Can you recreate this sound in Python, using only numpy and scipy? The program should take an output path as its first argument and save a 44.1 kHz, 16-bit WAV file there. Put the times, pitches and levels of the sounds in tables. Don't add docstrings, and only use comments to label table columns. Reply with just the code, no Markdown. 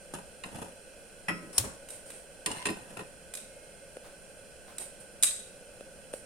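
import sys
import numpy as np
from scipy import signal
from scipy.fft import rfft, irfft
from scipy.io import wavfile
from scipy.ndimage import uniform_filter1d

SR = 44100
rng = np.random.default_rng(int(sys.argv[2]) if len(sys.argv) > 2 else 0)


def unload_audio(sound):
    columns = np.transpose(np.atleast_2d(sound))
    steps = np.round(np.clip(columns, -1, 1) * 32767)
    wavfile.write(sys.argv[1], SR, steps.astype(np.int16))


N = 275625
TIME = np.arange(N) / SR
FREQS = np.maximum(np.arange(N // 2 + 1) * SR / N, 1)

# start in seconds, clank in dB, thud in dB, tick in dB, ping in Hz, ping in dB.
PAN_KNOCKS = [(0.139, -68, -47, -36, 1264, -40), (0.4364, -32, -51, -39.5, 3900, -41.5),
              (0.568, -49, -41, -48, 2830, -48), (0.623, -47, -39, -60, 946, -40),
              (2.4605, -28, -40, -20, 4340, -41), (2.476, -40, -35, -50, 1760, -47),
              (2.5141, -39.5, -43, -30, 2890, -32), (2.655, -24.5, -29, -25.5, 2430, -33),
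              (2.667, -29, -29, -25.5, 1120, -36), (2.686, -28, -31, -50, 1880, -46),
              (2.693, -44, -31, -50, 308, -26), (2.6992, -38, -32, -59, 320, -30),
              (2.711, -48, -36, -59, 316, -23), (2.969, -38.5, -41.5, -64, 1370, -41),
              (2.992, -38, -38, -64, 1400, -42), (3.008, -42, -37, -62, 1010, -40)]
# frequency in Hz, level re blow in dB, t60 in seconds.
PAN_MODES = [(1000, -2, 0.23), (1870, -22, 0.18), (2090, -9, 0.36), (2730, -25, 0.2), (4360, -18, 0.4),
             (5150, -6.5, 0.21), (8700, -28, .25)]
# centre in Hz, width in Hz, gain in dB.
PAN_PEAKS = [(1050, 600, 5), (1920, 300, 6), (2830, 270, 7), (3560, 150, 7), (4050, 510, 18),
             (5450, 230, -7), (8690, 210, 16.5), (10000, 200, 3), (10760, 300, 9)]
# frequency in Hz, relative density in dB per Hz.
THUD_COLOUR = [(40, -17), (110, -10), (180, -6), (320, -3.5), (430, -10.5), (600, -6.5), (900, -42)]
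# frequency in Hz, relative density in dB per Hz.
CLANK_COLOUR = [(350, -28), (600, 0), (1000, 3.5), (1500, 1), (2700, 2.5), (3500, -19.5), (4000, -18),
                (5000, -22), (8000, -35)]
# frequency in Hz, relative density in dB per Hz.
TICK_COLOUR = [(2500, -14.5), (3300, 1.5), (3800, -19), (5000, -3), (6500, -6.5), (7500, 5.5), (8300, -8.5),
               (9000, 6), (10500, -5), (12000, -16), (16000, -28)]
# centre in Hz, width in Hz, gain in dB.
PAN_LOW_PEAKS = [(199, 25, 16.5), (321, 32, 18), (428, 71, 21)]
# frequency in Hz, correlation, limited to -1..1 in use.
STOVE_LIKENESS = [(60, 1.1), (300, 0.64), (600, 0.65), (1000, -0.06), (2000, 0), (9000, 0.5)]
# frequency in Hz, left-right difference in dB.
STOVE_BALANCE = [(200, -1.5), (500, 1), (1000, 3), (2000, -1.5), (5000, 0), (9000, 0.5)]

# start in seconds, end in seconds, level in dB, swell over the push in dB.
PAN_SLIDES = [(0.136, 0.141, -36, -2), (0.446, 0.505, -46, -2), (0.526, 0.587, -46.5, 3),
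              (0.59, 0.65, -43.5, -3.5), (2.462, 2.57, -47, 2.5), (2.65, 2.705, -39, -0.5),
              (2.717, 2.943, -54.5, 3), (2.97, 3.012, -41.5, -6.5)]
# frequency in Hz, relative density in dB per Hz.
SLIDE_COLOUR = [(40, -4), (170, 10), (330, 0.5), (700, 1.5), (1050, -5.5), (1500, -6), (2700, -11),
                (4500, -23), (6500, -16), (8800, -9.5), (12000, -20), (16000, -52)]
# centre in Hz, width in Hz, gain in dB.
DRAG_PEAKS = [(994, 38, 5.5), (1780, 150, -7), (2110, 70, -4), (2800, 240, -5), (4100, 270, -11.5),
              (5640, 430, -18), (8830, 290, -6)]

# start in seconds, level in dB.
GRATE_HITS = [(1.2832, -23), (1.285, -23.5), (1.2985, -39)]
# frequency in Hz, level re blow in dB, t60 in seconds.
GRATE_MODES = [(173, -11, 0.31), (428, -23, 0.5), (760, -14, 0.11), (1020, -31.5, 0.86), (1285, -19, 0.62),
               (1405, -18, 0.4), (1714, -19, 0.24), (1940, -17, 0.12), (2159, -19.5, 0.47),
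               (2440, -26, 0.24), (2520, -15, 0.22), (5190, -23.5, 0.36), (5260, -29, 0.2)]
# centre in Hz, width in Hz, gain in dB.
GRATE_PEAKS = [(1934, 87, 21), (3260, 250, 11), (5400, 180, 16.5), (10660, 500, 20.5)]

# start in seconds, roar in dB, whoop in dB.
PUFFS = [(1.585, -34, -27), (1.637, -34, -38)]
# frequency in Hz, relative density in dB per Hz.
GAS_COLOUR = [(500, -8), (900, -5), (2000, -11), (4500, -17), (5500, -1), (6500, -27), (8000, -5),
              (9300, 2), (12000, -16), (16000, -34)]
# frequency in Hz, relative density in dB per Hz.
FLARE_COLOUR = [(25, -11), (70, 1.5), (160, -3), (300, -1.5), (600, -8.5), (1100, -8), (2000, -16.5),
                (5000, -29), (9000, -14.5), (14000, -39)]

# start in seconds, level in dB.
SPARKS = [(1.53, -36.5), (1.5791, -10), (1.5803, -2)]
# frequency in Hz, relative density in dB per Hz.
SPARK_COLOUR = [(200, -19), (900, -21), (2000, -21.5), (3600, -12.5), (4900, -15), (6000, -13.5),
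                (7400, -11), (9200, -8.5), (11000, -12.5), (13000, -16), (16000, -23)]
# centre in Hz, width in Hz, gain in dB.
SPARK_PEAKS = [(3030, 320, -2), (4260, 300, 8), (5500, 420, 18.5), (6520, 260, 6), (7260, 340, 12),
               (8350, 350, 7.5), (9300, 440, 11), (10590, 330, 15)]

# start in seconds, crack in dB, dull knock in dB.
CLICKS = [(1.887, -38, -44), (1.904, -34.5, -45), (2.1029, -38, -39.5), (2.119, -55, -47.5),
          (3.3379, -31, -38.5), (3.3513, -29.5, -42), (3.372, -33, -41), (3.4006, -42, -60),
          (4.7827, -28.5, -41.5), (5.2257, -15.5, -40), (5.233, -9.5, -25.5), (5.2405, -16.5, -27.5)]
# frequency in Hz, relative density in dB per Hz.
CLICK_BRIGHT = [(1500, -29), (2800, -14), (3500, -9), (4400, -13), (5400, -8.5), (7000, -4), (8200, -1.5),
                (9300, 4), (10800, -1), (12000, -7), (16000, -30)]
# frequency in Hz, relative density in dB per Hz.
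CLICK_DULL = [(100, -9), (300, -2), (550, 1), (1100, 3), (1700, 6.5), (2700, 11), (4500, -10.5)]
# centre in Hz, width in Hz, gain in dB.
CLICK_PEAKS = [(4030, 300, 6), (4820, 200, 6), (7700, 230, 9.5), (8440, 160, 11), (14000, 500, 6)]
# frequency in Hz, level re crack in dB, t60 in seconds.
CLICK_MODES = [(3830, -16, 0.045), (7586, -32, 0.2), (7726, -32, 0.2), (8167, -27, 0.2), (8240, -26, 0.22)]

# start in seconds, level in dB.
TAPS = [(3.9694, -36.5), (5.809, -38.5), (6.1362, -42), (6.138, -31)]
# frequency in Hz, level re tap in dB, t60 in seconds.
CASE_MODES = [(230, -43, 0.042), (549, 6.5, 0.02), (1460, 1.5, 0.005), (2580, -7, 0.01), (3340, -19, 0.013),
              (9600, -6.5, 0.014)]
# start in seconds, end in seconds, level in dB.
RUBS = [(1.895, 1.963, -48), (2.056, 2.185, -51.5), (4.797, 4.82, -40.5), (4.998, 5.008, -52),
        (6.129, 6.132, -43.5)]
# frequency in Hz, relative density in dB per Hz.
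RUB_COLOUR = [(200, -3), (540, 10.5), (1000, -3), (1550, -8), (2600, -1.5), (3800, -9.5), (6500, -5.5),
              (9200, 10), (11000, -4.5), (16000, -18)]

# start in seconds, level in dB.
SHUFFLES = [(4.035, -45), (4.67, -44.5)]
# frequency in Hz, relative density in dB per Hz.
SHUFFLE_COLOUR = [(150, -10), (600, 0), (1200, -4), (2500, -11.5), (12000, -23)]

# frequency in Hz, relative density in dB per Hz.
AIR_COLOUR = [(20, -1.5), (65, -6), (90, -12.5), (200, -6.5), (290, -12), (700, -12.5), (1080, -23.5),
              (2000, -22.5), (3800, -22), (6000, -23), (8000, -23), (10000, -21.5), (12000, -30),
              (15500, -38.5)]
# centre in Hz, width in Hz, gain in dB.
AIR_PEAKS_AND_GAP = [(542, 166, 14), (1514, 263, 14.5), (2543, 320, 7), (3470, 910, 5.5),
                     (3695, 183, -37.5), (8800, 590, 7), (9420, 610, 7.5)]
# frequency in Hz, left-right difference in dB.
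AIR_BALANCE = [(60, 0), (110, -3.5), (200, 0), (380, -1.5), (700, 1), (1290, -1), (2380, -2), (4400, -0.5),
               (8120, -9), (15000, 3)]
# frequency in Hz, left-right correlation.
LIKENESS = [(30, 0), (70, 0.74), (250, 0.65), (550, 0.96), (1100, 0.24), (2500, 0.54), (5000, 0.15),
            (9000, 0.061), (16000, 0)]
# frequency in Hz, t60 in seconds.
KITCHEN_T60 = [(100, 0.68), (500, 0.2), (1400, 0.48), (3700, 0.51), (9000, 0.48), (15000, 0.24)]

PING_T60_S = 0.048
SLIDE_ATTACK_S, SLIDE_T60_S = 0.0015, 0.3
PUSH_SLIPS_PER_S, SLIP_DECAY_S, PUSH_SMOOTH = 170, 0.0059, 0.44
DRAG_START_S, DRAG_END_S, DRAG_DB, DRAG_SWELL_DB = 2.468, 2.626, -44, -0.5
DRAG_SLIPS_PER_S, SLIP_SPREAD_DB = 700, 2
GAS_ON_S, IGNITION_S, GAS_DB, GAS_SWELL_DB = 1.526, 1.585, -49.5, 11
PUFF_ATTACK_S, PUFF_HOLD_S, ROAR_T60_S, WHOOP_T60_S = 0.0063, 0.021, 0.32, 0.12
FLUTTER_HZ, FLUTTER_RISE_HZ_PER_S, FLUTTER_TOP_HZ = 55.7, 1750, 330
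RUB_ATTACK_S, RUB_T60_S = 0.0021, 0.34
CROW_START_S, CROW_END_S, CROW_START_HZ, CROW_SAG_HZ_PER_S = 3.37, 3.87, 1086, 48
CROW_DB, CROW_FADE_DB = -65.5, 3
AIR_DB = -50.5
CUTOFF_HZ = 15900


def pan_knocks():
    start_s, clank_db, thud_db, tick_db, ping_hz, ping_db = np.transpose(PAN_KNOCKS)
    tick = noise(TICK_COLOUR, PAN_PEAKS, ripple_peak_db=5) * panned(-0.94)
    tick = tick * bursts(start_s, tick_db, t60_s=0.043, rise_s=0.00046)
    clank = noise(CLANK_COLOUR, PAN_PEAKS, ripple_peak_db=10, likeness=STOVE_LIKENESS)
    clank = clank * bursts(start_s, clank_db, t60_s=0.065, rise_s=0.001)
    thud = noise(THUD_COLOUR, PAN_LOW_PEAKS, likeness=STOVE_LIKENESS)
    thud = thud * bursts(start_s, thud_db, t60_s=0.089, rise_s=0.0029)
    ping = np.zeros(N)
    for at_s, hz, db in zip(start_s, ping_hz, ping_db):
        envelope = bursts([at_s], [db], t60_s=PING_T60_S, rise_s=0.0012)
        ping += envelope * np.sin(2 * np.pi * hz * (TIME - at_s))
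    long_ring = from_db(-16.5) * ring(start_s, clank_db, PAN_MODES, low_cut_hz=730)
    return tick + clank + thud + ping + long_ring


def pan_slide():
    jolts = slips(PUSH_SLIPS_PER_S) + 1e-18
    grip = rms_one(signal.lfilter([1], [1, -np.exp(-1 / (SLIP_DECAY_S * SR))], jolts))
    resonances = [(322, 77, 3.4), (910, 230, 7.9), (2740, 200, 6.5), (8800, 180, 3)]  # Hz, width Hz, dB
    body = noise(SLIDE_COLOUR, resonances, ripple_peak_db=10, likeness=STOVE_LIKENESS)
    push_power = sum(stroke(start_s, end_s, db, SLIDE_ATTACK_S, SLIDE_T60_S, swell_db) ** 2
                     for start_s, end_s, db, swell_db in PAN_SLIDES)
    return np.sqrt(push_power) * rms_one(PUSH_SMOOTH + grip) * body


def rim_drag():
    jolts, out = slips(DRAG_SLIPS_PER_S), 0
    for hz, width_hz, db in DRAG_PEAKS:
        radius = np.exp(-np.pi * width_hz / SR)
        drive = jolts * rng.standard_normal((2, N)) + 1e-18
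        poles = [1, -2 * radius * np.cos(2 * np.pi * hz / SR), radius * radius]
        out = out + from_db(db) * signal.lfilter([1 - radius, 0, radius - 1], poles, drive)
    envelope = stroke(DRAG_START_S, DRAG_END_S, DRAG_DB, SLIDE_ATTACK_S, t60_s=0.29, swell_db=DRAG_SWELL_DB)
    return rms_one(out) * envelope


def grate():
    start_s, db = np.transpose(GRATE_HITS)
    hardest = [np.argmax(db)]
    clatter = noise(CLANK_COLOUR, GRATE_PEAKS, likeness=STOVE_LIKENESS)
    clatter = clatter * bursts(start_s, db - 2, t60_s=0.12, rise_s=0.00098)
    tick = noise(TICK_COLOUR, GRATE_PEAKS) * bursts(start_s, db - 15, t60_s=0.09, rise_s=0.00044)
    thud = noise(THUD_COLOUR, [(184, 40, 10.7)]) * bursts(start_s, db - 9, t60_s=0.3, rise_s=0.025)
    long_ring = ring(start_s[hardest], db[hardest], GRATE_MODES, low_cut_hz=146)
    return (long_ring + clatter + tick) * panned(2) + thud


def grate_shift():
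    return stroke(1.41, 1.515, db=-51, attack_s=0.013, t60_s=0.27) * noise(THUD_COLOUR)


def flare():
    hiss = stroke(GAS_ON_S, IGNITION_S, GAS_DB, attack_s=0.0041, t60_s=0.087, swell_db=GAS_SWELL_DB)
    hiss = hiss * noise(GAS_COLOUR)
    flutter_hz = FLUTTER_HZ + FLUTTER_RISE_HZ_PER_S * (TIME - IGNITION_S)
    flutter_hz = np.clip(flutter_hz, FLUTTER_HZ, FLUTTER_TOP_HZ)
    roar, whoop = np.zeros(N), np.zeros(N)
    for start_s, roar_db, whoop_db in PUFFS:
        end_s = start_s + PUFF_HOLD_S
        roar += stroke(start_s, end_s, roar_db, PUFF_ATTACK_S, ROAR_T60_S, swell_db=-7)
        whoop += stroke(start_s, end_s, whoop_db, attack_s=0.054, t60_s=WHOOP_T60_S, swell_db=3)
    whoop = whoop * np.sin(2 * np.pi * np.cumsum(flutter_hz) / SR)
    return hiss + whoop + roar * noise(FLARE_COLOUR, likeness=STOVE_LIKENESS)


def lighter():
    start_s, db = np.transpose(SPARKS)
    snap = noise(SPARK_COLOUR, SPARK_PEAKS) * bursts(start_s, db, t60_s=0.019, rise_s=0.0018)
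    fizz = noise(SPARK_COLOUR) * bursts(start_s, db - 25, t60_s=0.16, rise_s=0.0027)
    return (snap + fizz) * panned(0.62)


def clicks():
    start_s, crack_db, knock_db = np.transpose(CLICKS)
    crack = noise(CLICK_BRIGHT, CLICK_PEAKS) * bursts(start_s, crack_db, t60_s=0.032, rise_s=0.00068)
    knock = noise(CLICK_DULL) * bursts(start_s, knock_db, t60_s=0.024, rise_s=0.00041)
    thin_ring = ring(start_s, crack_db, CLICK_MODES, low_cut_hz=1050)
    return (crack + thin_ring) * panned(-3) + knock * panned(-1.3)


def case_noises():
    start_s, db = np.transpose(TAPS)
    pressure = sum(stroke(rub_s, end_s, rub_db, RUB_ATTACK_S, RUB_T60_S) for rub_s, end_s, rub_db in RUBS)
    rub = pressure * noise(RUB_COLOUR, ripple_peak_db=10) * panned(-4.5)
    return ring(start_s, db, CASE_MODES, low_cut_hz=180) + rub


def shuffles():
    start_s, db = np.transpose(SHUFFLES)
    return noise(SHUFFLE_COLOUR) * bursts(start_s, db, t60_s=0.3, rise_s=0.019)


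def rooster():
    pitch_hz = CROW_START_HZ - CROW_SAG_HZ_PER_S * (TIME - CROW_START_S)
    call = stroke(CROW_START_S, CROW_END_S, CROW_DB, attack_s=0.033, t60_s=0.34, swell_db=-CROW_FADE_DB)
    waver = rms_one(uniform_filter1d(rng.standard_normal(N), SR // 100))
    phase = 2 * np.pi * np.cumsum(pitch_hz * (1 + 0.007 * waver)) / SR
    return call * (np.sin(2 * phase) + from_db(-29) * np.sin(phase))


def background():
    return from_db(AIR_DB) * noise(AIR_COLOUR, AIR_PEAKS_AND_GAP, at_hz(AIR_BALANCE, FREQS), ripple_peak_db=5)


def kitchen(x):
    age_s, tail = TIME[:SR // 2], 0
    density = np.clip((500 + 9000 * age_s) / SR, 1e-4, 1)
    echoes = (rng.random((2, len(age_s))) < density) / np.sqrt(density)
    edges_hz = np.geomspace(130, 18000, 9)
    for low_hz, high_hz in zip(edges_hz, edges_hz[1:]):
        band_pass = signal.butter(2, [low_hz, high_hz], "band", fs=SR, output="sos")
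        band = signal.sosfilt(band_pass, echoes * rng.standard_normal((2, len(age_s))))
        t60_s = at_hz(KITCHEN_T60, np.sqrt(low_hz * high_hz))
        tail = tail + band * from_db(-60 * age_s / t60_s)
    tail = tail * np.clip(age_s / 0.0068 - .6, 0, 1)
    return signal.fftconvolve(x, rms_one(tail) / np.sqrt(len(age_s)), axes=1)[:, :N]


def noise(spectrum, peaks=(), left_db=0, ripple_peak_db=0, likeness=LIKENESS):
    level_db = at_hz(spectrum, FREQS)
    for hz, width_hz, db in peaks:
        level_db = level_db + db / (1 + (2 * (FREQS - hz) / width_hz) ** 2)
    knots_hz = np.arange(0, SR / 2, 70)
    ripple = rng.uniform(-1, 1, len(knots_hz)) * np.minimum(knots_hz / 2000, 1)
    level_db = level_db + ripple_peak_db * np.interp(FREQS, knots_hz, ripple)
    alike = np.clip(at_hz(likeness, FREQS), -1, 1)
    mid, side = rfft(rng.standard_normal((2, N)))
    pair = np.sqrt(1 + alike) * mid + np.sqrt(1 - alike) * side * [[1], [-1]]
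    return rms_one(irfft(pair * from_db(level_db) * panned(left_db), N))


def ring(start_s, levels_db, modes, low_cut_hz):
    out = np.zeros((2, N))
    at = (np.array(start_s) * SR).astype(int)
    for hz, db, t60_s in modes:
        decay, step = from_db(-60 / (t60_s * SR)), 2 * np.pi * hz / SR
        blows = np.full(N, 1e-18)
        blows[at] = from_db(np.array(levels_db) + db + rng.standard_normal(len(at)))
        swing = signal.lfilter([1], [1, -decay * np.exp(1j * step)], blows)
        apart_rad = np.arccos(np.clip(at_hz(LIKENESS, hz), -1, 1)) * rng.choice([-.5, .5])
        out += np.imag(swing * np.exp(1j * apart_rad * np.array([[1], [-1]])))
    return signal.sosfilt(signal.butter(4, low_cut_hz, "high", fs=SR, output="sos"), out)


def bursts(start_s, levels_db, t60_s, rise_s):
    power = np.zeros(N)
    for at_s, db in zip(start_s, levels_db):
        start = int(at_s * SR)
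        age_s = TIME[:min(SR, N - start)]
        blow = from_db(db - 60 * age_s / t60_s) * (1 - np.exp(-age_s / rise_s))
        power[start:start + len(age_s)] += blow ** 2
    return np.sqrt(power)


def stroke(start_s, end_s, db, attack_s, t60_s, swell_db=0):
    age_s = np.maximum(TIME - start_s, 0)
    held = np.minimum(age_s / max(end_s - start_s, .001), 1)
    released_db = np.minimum(60 * np.maximum(TIME - end_s, 0) / t60_s, 200)
    return (1 - np.exp(-age_s / attack_s)) * from_db(db + swell_db * held - released_db)


def slips(per_s):
    size_db = SLIP_SPREAD_DB * np.clip(rng.standard_normal(N), -2, 2)
    return (rng.random(N) < per_s / SR) * from_db(size_db)


def ports(x, balance):
    return irfft(rfft(x) * panned(at_hz(balance, FREQS)), N)


def panned(left_db):
    return from_db(np.array([[.5], [-.5]]) * left_db)


def at_hz(points, hz):
    points = np.array(points)
    return np.interp(np.log(hz), np.log(points[:, 0]), points[:, 1])


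def from_db(db):
    return np.exp(np.asarray(db) * (np.log(10) / 20))


def rms_one(x):
    return x / np.sqrt(np.mean(x ** 2) + 1e-20)


def scene():
    stove = ports(pan_knocks() + pan_slide() + rim_drag() + grate() + flare(), STOVE_BALANCE)
    snap, clack = lighter(), clicks()
    room = kitchen(from_db(-12.5) * stove + from_db(-16.5) * snap + from_db(-4.5) * clack)
    handling = case_noises() + grate_shift()
    return stove + snap + clack + room + handling + shuffles() + rooster() + background()


def record(dry):
    return signal.sosfilt(signal.ellip(10, .2, 80, CUTOFF_HZ, fs=SR, output="sos"), dry)


dry = scene()
out = record(dry)
unload_audio(out)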